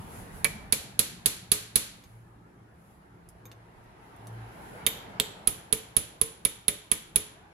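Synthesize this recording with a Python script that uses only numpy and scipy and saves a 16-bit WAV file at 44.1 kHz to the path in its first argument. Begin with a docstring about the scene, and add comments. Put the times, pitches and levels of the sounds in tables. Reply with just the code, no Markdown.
"""A hammer taps a hand-held punch, closing two tabs on a motor housing clamped in a vice.
Each blow is a noise burst at contact, dying sines for steel, vice and bench, and scatter off the room;
a tab that still gives buzzes and cushions the bench thud. Between the two runs the punch clicks onto the
next tab. Filtered noise makes the sleeve, stirred air, shop air and a distant rush like passing traffic,
which swells and fades; wavering sines make a machine's hum."""
import sys
import numpy as np
from scipy import signal
from scipy.io import wavfile
from scipy.ndimage import uniform_filter1d, minimum_filter1d

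SR = 44100
rng = np.random.default_rng(int(sys.argv[2]) if len(sys.argv) > 2 else 0)


def pcm_store(signal):
    """Save signal as 16-bit PCM."""
    levels = np.round(np.clip(np.atleast_2d(signal), -1, 1) * 32767)
    wavfile.write(sys.argv[1], SR, levels.astype(np.int16).T)


N = 332073

# hammer blows: t/s, force/dB, give of tab/0-1, off-centre/0-1, punch ring left by the grip/dB
BLOWS = [ (0.445, -6.5, 0.96, 0, -6), (0.7241, -1, .4, 0.12, -13), (0.9923, -0.5, 0.13, 0.2, -24.5),
         (1.2591, -1, .1, 0.11, -18.5), (1.517, -0.5, 0.12, 0.07, -21), (1.757, -1, 0, 0.01, -17.5),
         (4.8650, 0, 0.46, .4, 2), (5.1996, -2, 0, 0.9, -24), (5.4734, -1.5, 0.1, 0, -6),
         (5.7263, 0, 0.19, 0.21, -10), (5.9664, -0.4, 0, 0.05, -13.5), (6.2142, -2.5, 0.08, 0.02, -24),
         (6.4510, -1.5, 0.29, 0.1, -13), (6.6818, 0, 0.33, 0.2, -21), (6.9157, 0, 0.32, 0.17, -12),
         (7.159, 0.2, 0.1, 0.08, -24)]
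LEAN_S = 3.0  # from here on the punch leans, on the second tab
# crack spectrum, punch upright and leaning: f/Hz, level/dB
UPRIGHT = [(40, -4), (150, -0.5), (420, 2.5), (620, -5.5), (1500, -3), (3300, 1), (4300, 4.5), (5200, -1.5),
           (7300, 3), (8600, -1), (10300, 3.5), (12300, 4.5), (13500, -1.5), (16000, -17.5)]
LEANING = [(40, -26), (150, 0), (450, 0), (750, -11), (1300, -10), (2000, -7.5), (3500, -4), (5400, -10.5),
           (7300, -3), (8600, -21), (10300, -8.5), (11800, -4), (13300, -5), (16000, -38.5)]
CHATTER_T60_S = 0.012
# direct path of the crack to the two microphones: f/Hz, left/dB, right/dB
DIRECT = [(100, -17, -3), (600, -7.5, 5.5), (2000, -1.5, 10), (4200, -3.5, 18), (5140, 3, 11),
          (7060, 5.5, 10.5), (9000, 3, -4), (10950, 13.5, 23), (11500, 7, 15), (15000, 9, 10)]
# hammer modes, before the loss to the tab: f/Hz, level/dB, t60/s
HAMMER = [(10145, 0, 0.021), (10460, -4.5, .012), (10100, -28.5, 0.38), (10300, -35, .28),
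          (10680, -7.5, .007)]
# punch modes: f/Hz, level/dB, t60/s
PUNCH = [(3190, -20.5, 0.025), (4840, -29.5, 0.019), (6300, -24, 0.022), (7070, -24.5, 0.025),
         (12240, -7.5, 0.0075), (11970, -32, 0.21)]
# housing modes: f/Hz, level/dB, t60/s
HOUSING = [(3360, -12.5, 0.0067), (3400, -18, 0.013), (3658, -11.5, 0.018), (4070, -10, 0.0067),
           (3180, -42.5, 0.27), (7570, -17, 0.0037), (7774, -11.5, 0.009)]
# tab modes: f/Hz, level/dB, t60/s
TAB = [(1110, -34, 0.047), (1840, -33.5, 0.019), (1922, -31.5, 0.031), (2023, -21, 0.026),
       (2290, -12.5, 0.021), (2200, -25.5, 0.017), (2478, -28.5, 0.005), (2970, -29.5, .015)]
# vice modes: f/Hz, level/dB, t60/s
VICE = [(167, -47.5, 0.11), (210.3, -44.5, 0.11), (262.5, -52, 0.084), (440.6, -43.5, 0.29),
        (475, -45, .14), (562, -41, 0.11), (1062, -36.5, 0.035), (1263, -40, 0.069)]
# bench modes, before BENCH_LOSS_PER_S: f/Hz, level/dB, t60/s
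BENCH = [(58.6, -40.5, .16), (85, -36.5, 0.37), (104.35, -34.5, 0.27), (131.5, -40.5, 0.088),
         (217.3, -41, 0.31)]
BENCH_LOSS_PER_S = 2.3  # 60 dB falls per second, from the hand pressing down
# drive of each part: square blow on a closed tab/dB, added by full give/dB, by fully off-centre/dB
RESPONSE = { "crack": (-0.75, -3, -0.5), "hammer": (-0.3, 0.5, -16), "housing": (-18.5, 7, 13.8),
            "tab": (-21, 28.7, -1), "bench": (0, -18, -14)}
# added drive of housing and bench by a leaning punch: level/dB
LEAN_DB = {"housing": 4.5, "bench": 4}
# punch tip touching the housing: t/s, click/dB, ring/dB, brightness/dB per octave
TOUCHES = [(2.039, -33, -11, -9), (3.289, -33, -31, 3), (3.455, -33, -1, -7), (3.516, -28.5, -9, -11.5),
           (3.840, -57, -33, -0.5), (4.164, -45, -30.5, 2), (4.271, -26.5, -20, -1.5)]
# tip click spectrum, before the brightness tilt: f/Hz, level/dB
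TIP_CLICK = [(200, -5), (1200, -13), (2500, -5.5), (5500, 1.5), (8600, 2), (10800, 12.5), (13000, -6),
             (16000, -12)]
# tip ring modes, before the brightness tilt: f/Hz, level/dB, t60/s
TIP_RING = [(504, -57, 0.042), (1166, -59, 0.032), (1730, -70, .025), (2390, -53, 0.015),
            (3680, -58.5, 0.037), (6449, -51, 0.064), (7375, -60, 0.12), (8050, -68, 0.058),
            (12100, -39, .045)]
# decay of the room tail: f/Hz, t60/s
ROOM_T60 = [(100, 0.29), (500, 0.43), (2000, 0.67), (4000, 0.54), (8000, 0.43), (11000, 0.37),
            (15000, 0.24)]
# left-right likeness of diffuse sound: f/Hz, correlation/-1 to 1
LIKENESS = [(60, 0.88), (150, 0.94), (380, 0.61), (950, -0.21), (2380, 0.019), (5980, -0.12), (15000, 0.11)]
# shop air spectrum: f/Hz, relative level/dB per Hz
AIR = [(20, -31), (55, 1.5), (85, -6.5), (170, -5), (250, -10.5), (350, -5.5), (560, -14.5), (900, -13),
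       (1600, -18), (3000, -36), (8600, -41), (10500, -41.5), (13000, -46), (16000, -58.5)]
AIR_DB = -59.5
# hum lines: f/Hz, relative level/dB
HUM = [(56.8, -9.5), (113.5, 3), (172.3, -7), (285.3, -10), (343, -17)]
# hum envelope: t/s, level/dB
HUM_DB = [(0, -66), (1.5, -59.5), (2.3, -55), (2.72, -64.5), (3.25, -54.5), (3.9, -59), (4.4, -48),
          (5.0, -63), (7.53, -66)]
# tyre rush spectrum: f/Hz, relative level/dB per Hz
RUSH = [(18, -35.5), (30, -11.5), (114, -11.5), (199, -6), (252, -13.5), (431, -10.5), (544, -16),
        (612, -11.5), (910, -7.5), (1070, -15.5), (1590, -15.5), (3070, -27), (8000, -43.5), (10400, -63.5),
        (17600, -120)]
# vehicle rumble spectrum: f/Hz, relative level/dB per Hz
RUMBLE = [(20, -17.5), (50, -1.5), (90, -3), (190, 0.5), (280, -13.5), (800, -57.5)]
# vehicles going by: nearest t/s, time to cover own distance/s, rush/dB, rumble/dB
PASSES = [(0.15, .6, -47, -47), (4.88, 0.57, -45.5, -57), (8.4, .6, -48.5, -67.5)]
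RUSH_FALL_DB, RUMBLE_FALL_DB = 10, 7.5  # loss per doubling of distance
RUMBLE_LAG_S = 0.17  # exhaust trails behind
# sleeve spectrum: f/Hz, relative level/dB per Hz
SLEEVE = [(1000, -12), (3000, -11.5), (5500, -12.5), (7500, -6.5), (8600, -13), (10400, 2), (12000, -6.5),
          (15500, -18)]
# spectrum of air stirred by the arm: f/Hz, relative level/dB per Hz
DRAUGHT = [(15, -17.5), (32, -2), (52, -1.5), (75, -2.5), (130, -37.5), (400, -58)]
# arm movements: middle t/s, length/s, cloth/dB, stirred air/dB
MOVES = [(0.02, .14, -58.5, -68), (0.175, .2, -52, -49), (0.372, 0.16, -55, -45.5), (0.632, 0.33, -70, -50),
         (2.03, 0.46, -68, -64), (2.889, .24, -70, -74), (3.348, 0.25, -80, -58), (3.802, 0.39, -77, -58),
         (4.07, 0.15, -70, -73), (4.35, 0.49, -68, -59.5), (4.686, 0.36, -60.5, -60.5)]
SWING_LEAD_S, SWING_S, SWING_DB = 0.089, 0.29, -70.5  # sleeve brush ahead of every blow
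CLOTH_REST_DB, DRAUGHT_REST_DB = -79.5, -74.5  # the arm is never quite still
EDGE_HZ = 16000


def amp(db):
    """Decibels to gain."""
    return 10 ** (np.asarray(db) / 20)


def evened(x):
    """Scales to rms 1."""
    return x / np.sqrt(np.mean(x ** 2) + 1e-20)


def read(points, hz):
    """Interpolates a curve on a log-frequency axis."""
    f, value = np.transpose(points)
    return np.interp(np.log(hz + 1), np.log(f + 1), value)


def level(points):
    """Turns a (t/s, level/dB) curve into a gain per sample."""
    return amp(np.interp(np.arange(N) / SR, *np.transpose(points)))


def swell(middle_s, length_s):
    """Bell-shaped gain, 1/e at the ends of its length."""
    offset = 2 * (np.arange(N) / SR - middle_s) / length_s
    return np.exp(-np.minimum(offset ** 2, 20))


def together(gains):
    """Unrelated sounds add in power."""
    return np.sqrt(sum(gain ** 2 for gain in gains))


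def add(mix, s, sound):
    """Mixes a sound in at time s."""
    part = mix[..., round(s * SR):][..., :sound.shape[-1]]
    part += sound[..., :part.shape[-1]]


def colour(x, points, size=4096):
    """Minimum-phase filter to a given spectrum: causal, so attacks stay sharp."""
    hz = abs(np.fft.fftfreq(size, 1 / SR))
    log_gain = np.log(amp(read(points, hz)))
    transfer = np.exp(np.conj(signal.hilbert(log_gain)))
    taps = np.fft.ifft(transfer).real[:size // 2]
    return signal.oaconvolve(x, taps)[:len(x)]


def tilted(rows, tilt_db, pivot_hz=6000):
    """Tilts a spectrum or modes by so many dB an octave about the pivot, level below half of it."""
    return [(hz, db + tilt_db * np.log2(max(hz / pivot_hz, .5)), *rest) for hz, db, *rest in rows]


def damped(modes, loss_per_s):
    """Adds a loss, in 60 dB falls per second, to every mode."""
    return [(hz, db, 1 / (1 / t60 + loss_per_s)) for hz, db, t60 in modes]


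def ring(modes, detune=0., uneven_db=0., size=16384):
    """Dying sines; grip and point of impact vary pitch and strength of each mode from call to call."""
    t = np.arange(size) / SR
    hz, db, t60 = np.transpose(modes)[..., None]
    shift, share = rng.standard_normal((2, len(modes), 1))
    envelope = amp(db + uneven_db * share - 60 * t / t60)
    tones = np.sin(2 * np.pi * hz * (1 + detune * shift) * t)
    return (envelope * tones).sum(0)


def burst(t60, chatter, size=2048):
    """Sharp first contact, then decaying noise as steel chatters on steel; energy 1."""
    x = rng.standard_normal(size) * amp(-60 * np.arange(size) / SR / t60)
    x = chatter * x / np.linalg.norm(x)
    x[0] = 1
    return x / np.linalg.norm(x)


def pair(a, b, hz):
    """Two spaced microphones share the bass of a diffuse sound but little of the treble."""
    same = np.clip(read(LIKENESS, hz), -1, 1)[:, None]
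    return np.array([a, same * a + np.sqrt(1 - same ** 2) * b])


def noise(spectrum, patchy_db, size=2048):
    """Stereo noise of rms 1 with patches drifting over time and frequency."""
    hz = np.fft.rfftfreq(size, 1 / SR)
    a, b, c, d, patches = rng.standard_normal((5, len(hz), N * 4 // size + 5))
    patches = uniform_filter1d(patches, size=9, axis=0)
    patches = evened(uniform_filter1d(patches, size=5, axis=1))
    gain = amp(read(spectrum, hz)[:, None] + patchy_db * patches)
    z = pair(a + 1j * b, c + 1j * d, hz) * gain
    return evened(signal.istft(z, nperseg=size, noverlap=size - size // 4)[1][:, :N])


def workshop(x, clutter_db, tail_db, clutter_t60=0.071, first_s=0.0033, build_s=0.0074):
    """Quick scatter from the crowded bench, then the tail of the room, as decaying noise responses."""
    t = np.arange(SR) / SR
    hz, frame_s, z = signal.stft(rng.standard_normal((2, 2, SR)), SR, nperseg=256)
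    near, far = pair(*z[0], hz), pair(*z[1], hz)
    far = far * amp(-60 * frame_s / read(ROOM_T60, hz)[:, None])
    near = signal.istft(near, SR)[1][:, :SR] * (t > first_s) * amp(-60 * t / clutter_t60)
    far = signal.istft(far, SR)[1][:, :SR] * (1 - np.exp(-t / build_s))
    response = (amp(clutter_db) * evened(near) + amp(tail_db) * evened(far)) / np.sqrt(SR)
    return signal.fftconvolve(x[None], response, axes=1)[:, :N]


def drive(part):
    """Drive of one part by each blow, in dB: force, give of the tab, aim and lean of the punch."""
    s, force_db, give, off_centre, _ = np.transpose(BLOWS)
    square_db, give_db, off_centre_db = RESPONSE[part]
    lean_db = LEAN_DB.get(part, 0) * (s > LEAN_S)
    tab_db = give_db * np.clip(give, 0, 1)
    aim_db = off_centre_db * np.clip(off_centre, 0, 1)
    return force_db + square_db + tab_db + aim_db + lean_db


def air():
    """Still air of the workshop: steady shaped noise."""
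    return amp(AIR_DB) * noise(AIR, patchy_db=3.5)


def hum(waver=1.1):
    """A machine hums somewhere in the shop, each line wavering in strength and phase."""
    t = np.arange(N) / SR
    knots_s = np.arange(0, N / SR + 1, .12)
    out = np.zeros(N)
    for hz, db in HUM:
        steps = rng.standard_normal(len(knots_s)) + 1j * rng.standard_normal(len(knots_s))
        drift = np.interp(t, knots_s, steps)
        out += amp(db) * ((1 + waver * drift) * np.exp(2j * np.pi * hz * t)).real
    return level(HUM_DB) * evened(out)


def passing(nearest_s, crossing_s, fall_db):
    """Gain of a source on a straight line, losing fall_db per doubling of distance."""
    distance = np.hypot(1, (np.arange(N) / SR - nearest_s) / crossing_s)
    return amp(-fall_db * np.log2(distance))


def traffic():
    """Tyre rush and low rumble, noise swelling and fading with the distance of each vehicle."""
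    rush = together(amp(db) * passing(s, crossing_s, RUSH_FALL_DB)
                    for s, crossing_s, db, _ in PASSES)
    rumble = together(amp(db) * passing(s + RUMBLE_LAG_S, crossing_s, RUMBLE_FALL_DB)
                      for s, crossing_s, _, db in PASSES)
    return rush * noise(RUSH, patchy_db=2.0) + rumble * noise(RUMBLE, patchy_db=2.5)


def arm():
    """Each movement rustles the sleeve and stirs the air, the latter stronger at the right microphone."""
    swings = [amp(SWING_DB) * swell(s - SWING_LEAD_S, SWING_S) for s, *_ in BLOWS]
    cloth = [amp(db) * swell(s, length_s) for s, length_s, db, _ in MOVES]
    stirred = [amp(db) * swell(s, length_s) for s, length_s, _, db in MOVES]
    sleeve = together([amp(CLOTH_REST_DB), *cloth, *swings]) * noise(SLEEVE, patchy_db=2.1)
    draught = together([amp(DRAUGHT_REST_DB), *stirred]) * noise(DRAUGHT, patchy_db=2.0)
    return sleeve + draught * amp([[-7], [0]])


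def touches():
    """Loosely held, the punch clicks and rings as it leaves one tab and finds the next."""
    out = np.zeros(N)
    for s, click_db, ring_db, tilt_db in TOUCHES:
        click = colour(burst(t60=0.017, chatter=1.1), tilted(TIP_CLICK, tilt_db))
        add(out, s, amp(click_db) * click)
        add(out, s, amp(ring_db) * ring(tilted(TIP_RING, tilt_db), detune=0.0014))
    return out * amp([[-1.5], [0.5]]) + workshop(out, clutter_db=-2, tail_db=-14.5)


def bench(knock_db=0):
    """Vice knocks at one drive for every blow; bench thuds with the blow, less if the tab gives."""
    knock, thud = np.zeros((2, N))
    for (s, *_), thump_db in zip(BLOWS, drive("bench")):
        add(knock, s + .002, amp(knock_db) * ring(VICE, detune=0.028, uneven_db=4.0))
        add(thud, s + 0.00064, amp(thump_db) * ring(damped(BENCH, BENCH_LOSS_PER_S), detune=0.043))
    knock_sound = knock * amp([[-5], [-1.5]]) + workshop(knock, clutter_db=-17.0, tail_db=-12)
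    thud_sound = thud * amp([[-16], [0.5]]) + workshop(thud, clutter_db=-9.5, tail_db=-15.0)
    return knock_sound + thud_sound


def steel(tab_loss_per_s=10):
    """Hammer, punch and housing ring briefly, damped by hand and vice; the tab slaps twice."""
    head, parts, tab = np.zeros((3, N))
    drives = zip(BLOWS, drive("hammer"), drive("housing"), drive("tab"))
    for (s, force_db, *_, punch_db), hammer_db, housing_db, tab_db in drives:
        loss_per_s = tab_loss_per_s * amp(tab_db)  # a yielding tab soaks up the hammer's ring
        add(head, s, amp(hammer_db) * ring(damped(HAMMER, loss_per_s), detune=0.0015))
        add(parts, s, amp(force_db + punch_db) * ring(PUNCH, detune=0.0023))
        add(parts, s + .0003, amp(housing_db) * ring(HOUSING, detune=0.0055, uneven_db=3.5))
        add(tab, s, amp(tab_db - 3.5) * ring(TAB, detune=0.012))
        add(tab, s + .0065, amp(tab_db - 5.5) * ring(TAB, detune=0.035))
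    head_sound = head * amp([[-19], [3]]) + workshop(head, clutter_db=-15.5, tail_db=-23.0)
    parts_sound = parts * amp([[-7], [1.5]]) + workshop(parts, clutter_db=-10.5, tail_db=-16)
    tab_sound = tab * amp([[-6], [0.5]]) + workshop(tab, clutter_db=-2.5, tail_db=-16)
    return head_sound + parts_sound + tab_sound


def cracks():
    """Hard contact of each blow: chatters close by, thrown round the room as one clean click."""
    direct, radiated = np.zeros((2, N)), np.zeros(N)
    click = signal.unit_impulse(2048)
    for (s, *_), crack_db in zip(BLOWS, drive("crack")):
        spectrum = UPRIGHT if s < LEAN_S else LEANING
        for port in direct:  # separate chatter per microphone
            contact = burst(CHATTER_T60_S, chatter=2.4)
            add(port, s, amp(crack_db) * colour(contact, spectrum))
        add(radiated, s, amp(crack_db) * colour(click, spectrum))
    paths = np.array(DIRECT)
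    heard = np.array([colour(port, paths[:, [0, k + 1]]) for k, port in enumerate(direct)])
    return heard + workshop(radiated, clutter_db=5.5, tail_db=2.0)


def scene():
    """Sums the background, the arm and the blows."""
    return air() + hum() + traffic() + arm() + touches() + bench() + steel() + cracks()


def record(dry, low_cut_hz=32):
    """Microphones lose the deepest bass; a fast limiter holds the peaks; then the band limit."""
    high_pass = signal.butter(2, low_cut_hz, "high", fs=SR, output="sos")
    x = signal.sosfilt(high_pass, dry)
    over = np.maximum(abs(x).max(0) / .96, 1)
    gain = uniform_filter1d(minimum_filter1d(1 / over, size=65), size=65)
    low_pass = signal.firwin(255, EDGE_HZ, window=("kaiser", 8), fs=SR)
    return signal.oaconvolve(x * gain, low_pass[None], "same")


dry = scene()
out = record(dry)
pcm_store(out)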